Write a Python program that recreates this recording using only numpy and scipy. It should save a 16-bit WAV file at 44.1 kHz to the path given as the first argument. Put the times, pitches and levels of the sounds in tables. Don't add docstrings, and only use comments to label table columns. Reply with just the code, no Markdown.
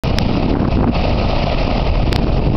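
import sys
import numpy as np
from scipy import signal
from scipy.io import wavfile
from scipy.ndimage import uniform_filter1d

SR = 44100
rng = np.random.default_rng(int(sys.argv[2]) if len(sys.argv) > 2 else 0)


def makeup_ratio(level_db):
    decades = np.asarray(level_db, float) / 20
    return 10 ** decades


def to_wav(s):
    ch = np.atleast_2d(s).T
    pcm = np.round(np.clip(ch, -1, 1) * 32767)
    wavfile.write(sys.argv[1], SR, pcm.astype(np.int16))


N = 112896

# pitch_hz [Hz], level_db [dB per Hz]
STEAM_COLOUR = [(150, 6.5), (400, -17), (900, -13.5), (1650, -26.5), (2200, -17), (3600, -18.5),
                (5000, -16), (6000, -8.5)]
# pitch_hz [Hz], width_hz [Hz], gain_db [dB]
HOLLOWS = [(615.6, 164, 20.5), (1267, 56, 10.5), (2590, 580, 9)]
# time_s [s], level_db [dB]
BOIL = [(0.04, -0.5), (0.2, 1), (0.35, -0.5), (0.5, -4.5), (0.7, 3.5), (0.9, -3.5), (1.05, 2.5), (1.2, 3.5),
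        (1.35, -3.5), (1.5, -2.5), (1.65, -1.5), (1.8, -2), (1.95, 4.5), (2.1, 1), (2.3, 4.5), (2.56, 1.5)]
# time_s [s], turbulence_db [dB], slow_pressure_db [dB]
WIND = [(0.04, 3.5, 13), (0.301, 14, 6.5), (0.42, 15.5, 8.5), (0.5, 17, 15), (0.56, 25, 21.5),
        (0.679, 24, 13.5), (0.717, -4.5, 14), (0.78, 26.5, 22.5), (0.902, 28.5, 23.5), (0.941, 3.5, 12.5),
        (1.199, 10.5, 13.5), (1.5, 1.5, 8.5), (1.661, 7.5, 12.5), (1.8, -1.5, 6), (1.96, 10, 18.5),
        (2.2, 17.5, 14), (2.421, 17.5, 20), (2.56, 21, 25.5)]
# pitch_hz [Hz], level_db [dB per Hz]
TURBULENCE_COLOUR = [(40, -7), (120, 2), (260, 3), (500, -26.5), (1000, -32.5), (2000, -53)]
# time_s [s], pitch_hz [Hz], level_db [dB over turbulence]
SHEDDING = [(0.04, 150, 0), (0.2, 190, 2.5), (0.351, 220, -6), (0.502, 260, -2.5), (0.652, 300, -7.5),
            (0.801, 240, -2.5), (0.95, 220, -9), (1.301, 200, -11.5), (1.501, 290, -12), (1.701, 250, -1.5),
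            (1.901, 200, -4.5), (2.2, 220, -13.5), (2.56, 200, -12)]
# centre_s [s], excess_db [dB], width_ms [ms]
PUSHES = [(0.1188, 9, 3.8), (0.1759, 6.5, 1.4), (0.1856, 13.5, 2.3), (0.2331, 9, 2.1), (0.2511, -1, 1.8),
          (0.2985, 2, 1.5), (0.3083, -0.5, 1.7), (0.3147, 8, 1.4), (0.3491, -2, 1.8), (0.382, 6, 1.6),
          (0.417, -2, 1.9), (0.5158, 5.5, 1.2), (0.5412, 10.5, 0.75), (0.6201, 4, 0.9),
          (0.6867, 10.5, 1.25), (0.7178, 2, 1.0), (0.743, 6, 1.6), (0.7596, 6, 1.2), (0.8132, 3, 0.86),
          (0.8315, 2, 0.64), (0.8458, 2, 1.1), (0.8908, -6, 0.93), (0.8979, 5, 1.4), (1.1344, 2.5, 2.1),
          (1.1658, -0.5, 0.73), (1.2153, 0.5, 0.61), (1.2496, 1.5, 0.68), (1.4023, -2.5, 2.8),
          (1.551, 10.5, 2.0), (1.6108, 0, 0.71), (1.638, 3, 4), (1.6796, 8.5, 0.78), (1.7318, 5.5, 5.6),
          (1.775, -2, 2.1), (1.7823, 5, 0.74), (1.819, 8.5, 1.8), (1.8535, 3.5, 1.8), (1.9028, 11, 3.3),
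          (1.9243, 8, 4), (1.9686, 2.5, 0.88), (2.0787, 1.5, 1.7), (2.129, 8, 0.72), (2.1624, 10.5, 1.3),
          (2.27, 5.6, 0.72), (2.285, -6, 1.1), (2.3344, 2.5, 1.9), (2.3846, 0, 2.8), (2.4257, 5.5, 1.1),
          (2.4568, -5, 2.7), (2.4864, 6, 1.3), (2.5026, 9, 1.46), (2.522, 3.5, 1.7)]
# centre_s [s], excess_db [dB], width_ms [ms]
SUCTIONS = [(0.08, 5, 2.5), (0.1123, 5, 0.95), (0.1443, 12.5, 1.4), (0.2679, 9, 2.9), (0.2787, 3.5, 2.5),
            (0.3325, 3.5, 1.6), (0.3651, -8, 0.63), (0.4013, 7.5, 1.7), (0.4332, 3.5, 1.3),
            (0.4444, 5, 1.5), (0.4629, 9, 0.58), (0.528, 4.5, 1.1), (0.5711, 8.8, 1.1), (0.607, 3, 1.05),
            (0.6319, 6, 0.62), (0.654, 9, 0.45), (0.6888, 4, 0.9), (0.732, 2.5, 1.1), (0.7734, 6, 0.91),
            (0.7903, 3.5, 1), (0.821, 0, 2), (0.8423, -0.5, 0.74), (0.851, 8, 2.1), (0.974, -15, 1.5),
            (1.0842, 5.1, 1.6), (1.1164, 6.0, 1.6), (1.1458, 6.5, 1.4), (1.2635, 8, 3), (1.298, 2, 0.77),
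            (1.3379, 2, 1.5), (1.3754, 4.5, 3.3), (1.443, 8.5, 2.3), (1.6508, 5, 2.4), (1.7153, 7, 1.3),
            (1.7432, 1, 2.5), (1.8057, 7.5, 1.8), (1.8298, 12, 2.9), (1.918, 8.5, 3.8), (1.981, 5, 2.7),
            (2.0074, 2.5, 3.4), (2.0325, 2, 2.8), (2.0402, 8.5, 2.1), (2.0964, 8.5, 2.2), (2.1922, 3, 2.2),
            (2.1982, 10, 1.45), (2.2449, 10, 1.3), (2.3037, 5.5, 3), (2.3494, 5.5, 1.5),
            (2.3948, 4.5, 1.25), (2.402, 7.5, 1.2), (2.4657, -4, 1.2), (2.4774, 5.5, 2.4)]
# centre_s [s], peak_db [dB]
SNAPS = [(0.355, -15), (0.378, -16), (0.413, -15), (0.431, -20), (0.547, -14.5), (0.554, -6), (0.561, -12),
         (0.569, -16.5), (0.594, -21), (0.6, -17), (0.611, -24), (0.63, -21), (0.63, -19), (0.643, -16),
         (0.65, -13.5), (0.655, -5.5), (0.685, -15.5), (0.772, -19.5), (0.79, -25), (0.809, -18),
         (0.812, -19), (0.832, -25), (0.837, -16), (0.844, -8), (0.849, -21), (0.876, -13), (0.883, -21),
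         (0.916, -21), (2.191, -17.5), (2.244, -19.5), (2.484, -20), (2.52, -25), (2.552, -17.5)]
OVERFLOWS = [
    0.18594,
    0.18630,
    0.18649,
    2.12889,
    2.16172,
]

POOL_DB, GURGLE_DB, GURGLES_PER_S = 8, 0.5, 410
RUMBLE_DB, TURBULENCE_DB = 1.5, -2.5
EDDY_DB, EDDIES_PER_S = -7, 130
FLUTTER_DB, FLUTTERS_PER_S = -15, 350
FLUTTER_GROWTH = 0.25
SHEDDING_WIDTH_HZ = 49
CALM_TOP_DB = 3.5
BUFFET_DB, NARROWEST_MS = 4, 0.85
SKIRT_SHARE, SKIRT_WIDTHS = 0.48, 2.7
SNAP_DB, SNAP_MS = 11, 1.15
START_S, FIRST_PUSH_S, FIRST_PUSH_DB = 0.03628, 0.0014, 7.5
HOLD_DB, ATTACK_MS, RELEASE_DB_PER_S = -10, 1.46, 430
SQUEEZE = 0.97
TOP, OUTER_TOP = 0.685, 0.715


def rms_one(x):
    return x / np.sqrt(np.mean(x ** 2) + 1e-20)


def even_out(x, size):
    return x / np.sqrt(uniform_filter1d(x ** 2, size=size) + 1e-12)


def band_pass(x, order, low_hz, high_hz):
    return signal.sosfilt(signal.butter(order, [low_hz, high_hz], "band", fs=SR, output="sos"), x)


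def low_pass(x, high_hz):
    return signal.sosfilt(signal.butter(2, high_hz, fs=SR, output="sos"), x)


def follow(table):
    times, *columns = np.transpose(table)
    return [np.interp(np.arange(N) / SR, times, column) for column in columns]


def drift(rate):
    r = np.exp(-80 * np.pi * rate / SR)
    noise = rng.standard_normal(N // 40 + 2002)
    slow = signal.lfilter([1], [1, -2 * r, r * r], noise)[2000:]
    return np.interp(np.arange(N) / 40, np.arange(len(slow)), rms_one(slow))


def banded_noise(spectrum, shared_db, own_db, rate):
    hz, level_db = np.transpose(spectrum)
    edges = hz[0] / 1.3 * 2 ** np.arange(0, np.log2(1.6 * hz[-1] / hz[0]), 1 / 3)
    together = drift(rate)
    white = rng.standard_normal((2, N))
    out = 0
    for k, (low, high) in enumerate(zip(edges, edges[1:])):
        band = band_pass(white[k % 2], 2, low, high)
        gain_db = np.interp(np.log(low * high) / 2, np.log(hz), level_db)
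        out = out + band * makeup_ratio(gain_db + shared_db * together + own_db * drift(rate))
    return rms_one(out)


def grains(rate, spread_db):
    sizes = makeup_ratio(spread_db * np.minimum(rng.exponential(1, N), 4)) * rng.choice([-1, 1], N)
    return sizes * (rng.random(N) < rate / SR)


def steam_rush():
    rush = banded_noise(STEAM_COLOUR, shared_db=0.64, own_db=1.5, rate=41)
    for hz, width_hz, gain_db in HOLLOWS:
        r = np.exp(-np.pi * width_hz / SR)
        ringing = [1, -2 * r * np.cos(2 * np.pi * hz / SR), r * r]
        peak = signal.lfilter([(1 - r * r) / 2, 0, (r * r - 1) / 2], ringing, rush)
        rush = rush + (makeup_ratio(gain_db) - 1) * peak
    return rms_one(rush)


def mud_gurgles():
    clicks = grains(GURGLES_PER_S, spread_db=1.0)
    dealt = rng.integers(0, 16, N)
    gurgle = 0
    for k, hz in enumerate(np.geomspace(430, 950, num=16)):
        r = makeup_ratio(-60 * hz / (12.0 * SR))
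        w = 2 * np.pi * hz / SR
        bubbles = clicks * (dealt == k) + 1e-18
        gurgle = gurgle + signal.lfilter([0, np.sin(w)], [1, -2 * r * np.cos(w), r * r], bubbles)
    return rms_one(low_pass(gurgle, 1100))


def pool():
    boil_db, = follow(BOIL)
    return makeup_ratio(POOL_DB) * steam_rush() + makeup_ratio(GURGLE_DB + boil_db) * mud_gurgles()


def wind():
    t = np.arange(N) / SR
    gust_db, slow_db = follow(WIND)
    gust, slow = makeup_ratio(gust_db), makeup_ratio(slow_db)
    out = slow * rumble() + gust * turbulence()
    out = out + gust * flutter(gust_db)
    out = out + gust * shedding(t)
    around = np.sqrt(gust ** 2 + slow ** 2 + makeup_ratio(2 * POOL_DB))
    ceiling = around * makeup_ratio(CALM_TOP_DB)
    out = ceiling * np.tanh(out / ceiling)
    return buffets(out, around, t) + around * snaps()


def rumble():
    low = band_pass(rng.standard_normal(N + SR), 2, 18, 75)[SR:]
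    return makeup_ratio(RUMBLE_DB) * rms_one(even_out(low, 3500))


def turbulence():
    lumps = even_out(banded_noise(TURBULENCE_COLOUR, shared_db=5.0, own_db=2.5, rate=22), 4000)
    eddies = band_pass(grains(EDDIES_PER_S, spread_db=-0.5) + 1e-18, 3, 70, 380)
    return makeup_ratio(TURBULENCE_DB) * lumps + makeup_ratio(EDDY_DB) * rms_one(eddies)


def flutter(gust_db):
    knocks = band_pass(grains(FLUTTERS_PER_S, spread_db=1.5) + 1e-18, 2, 280, 900)
    return makeup_ratio(FLUTTER_DB + FLUTTER_GROWTH * (gust_db - 16.5)) * rms_one(knocks)


def shedding(t):
    pitch_hz, level_db = follow(SHEDDING)
    phase = 2 * np.pi * np.cumsum(pitch_hz) / SR
    band = drift(SHEDDING_WIDTH_HZ) * np.cos(phase) + drift(SHEDDING_WIDTH_HZ) * np.sin(phase)
    return makeup_ratio(level_db) * band


def buffets(out, around, t):
    push = np.exp(-0.5 * ((t - START_S) / FIRST_PUSH_S) ** 2)
    out = out * (1 - push) + push * around * makeup_ratio(FIRST_PUSH_DB)
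    for sign, table in [(1, PUSHES), (-1, SUCTIONS)]:
        for centre_s, excess_db, width_ms in table:
            i = slice(int(centre_s * SR) - 400, int(centre_s * SR) + 400)
            off = (t[i] - centre_s) / (max(width_ms, NARROWEST_MS) * 0.00025)
            core = np.exp(-0.5 * off ** 2)
            skirt = np.exp(-0.5 * (off / SKIRT_WIDTHS) ** 2)
            bump = (1 - SKIRT_SHARE) * core + SKIRT_SHARE * skirt
            peak = sign * around[i] * makeup_ratio(BUFFET_DB + excess_db)
            out[i] = out[i] * (1 - bump) + bump * peak
    return out


def snaps():
    strength = np.zeros(N)
    for centre_s, peak_db in SNAPS:
        strength[int(centre_s * SR)] = makeup_ratio(peak_db + SNAP_DB)
    length = SNAP_MS * SR / 1000
    shape = 2 * length * signal.filtfilt([1 / length], [1, -np.exp(-1 / length)], strength + 1e-18)
    noise = rms_one(band_pass(rng.standard_normal(N), 2, 300, 1200))
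    return low_pass(shape * even_out(noise, 120), 1500)


def scene():
    return (pool() + wind())[None, :]


def gain_control(x, t):
    level_db = 20 * np.log10(np.abs(x) + 1e-3)
    held_db = np.maximum.accumulate(level_db + RELEASE_DB_PER_S * t) - RELEASE_DB_PER_S * t
    r = np.exp(-1000 / (ATTACK_MS * SR))
    held_db = signal.lfilter([1 - r], [1, -r], held_db)
    return x * makeup_ratio(HOLD_DB - SQUEEZE * held_db)


def converter(x, t):
    x = np.clip(x, -TOP, TOP)
    x = signal.filtfilt(signal.firwin(41, 5900, fs=SR), 1, x)
    for time_s in OVERFLOWS:
        x = np.maximum(x, TOP * (1.1 - np.abs(t - time_s) / 0.0006))
    x = np.minimum(x, TOP)
    ticks = np.zeros(N)
    ticks[np.round(np.array(OVERFLOWS) * SR).astype(int)] = -8 * TOP
    x = 4 * x * (np.arange(N) % 4 == 0)
    narrow = signal.firwin(135, 5512, window=("kaiser", 11), fs=SR)
    x = np.convolve(np.r_[x + ticks, x[-80:]], narrow, "same")[:N]
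    return np.clip(x, -OUTER_TOP, OUTER_TOP)


def roll_off(x):
    return signal.sosfilt(signal.butter(12, 16900, fs=SR, output="sos"), x)


def record(dry):
    t = np.arange(N) / SR
    x = converter(gain_control(dry[0], t), t)
    x = x * (t > START_S)
    return roll_off(x[None, :])


dry = scene()
out = record(dry)
to_wav(out)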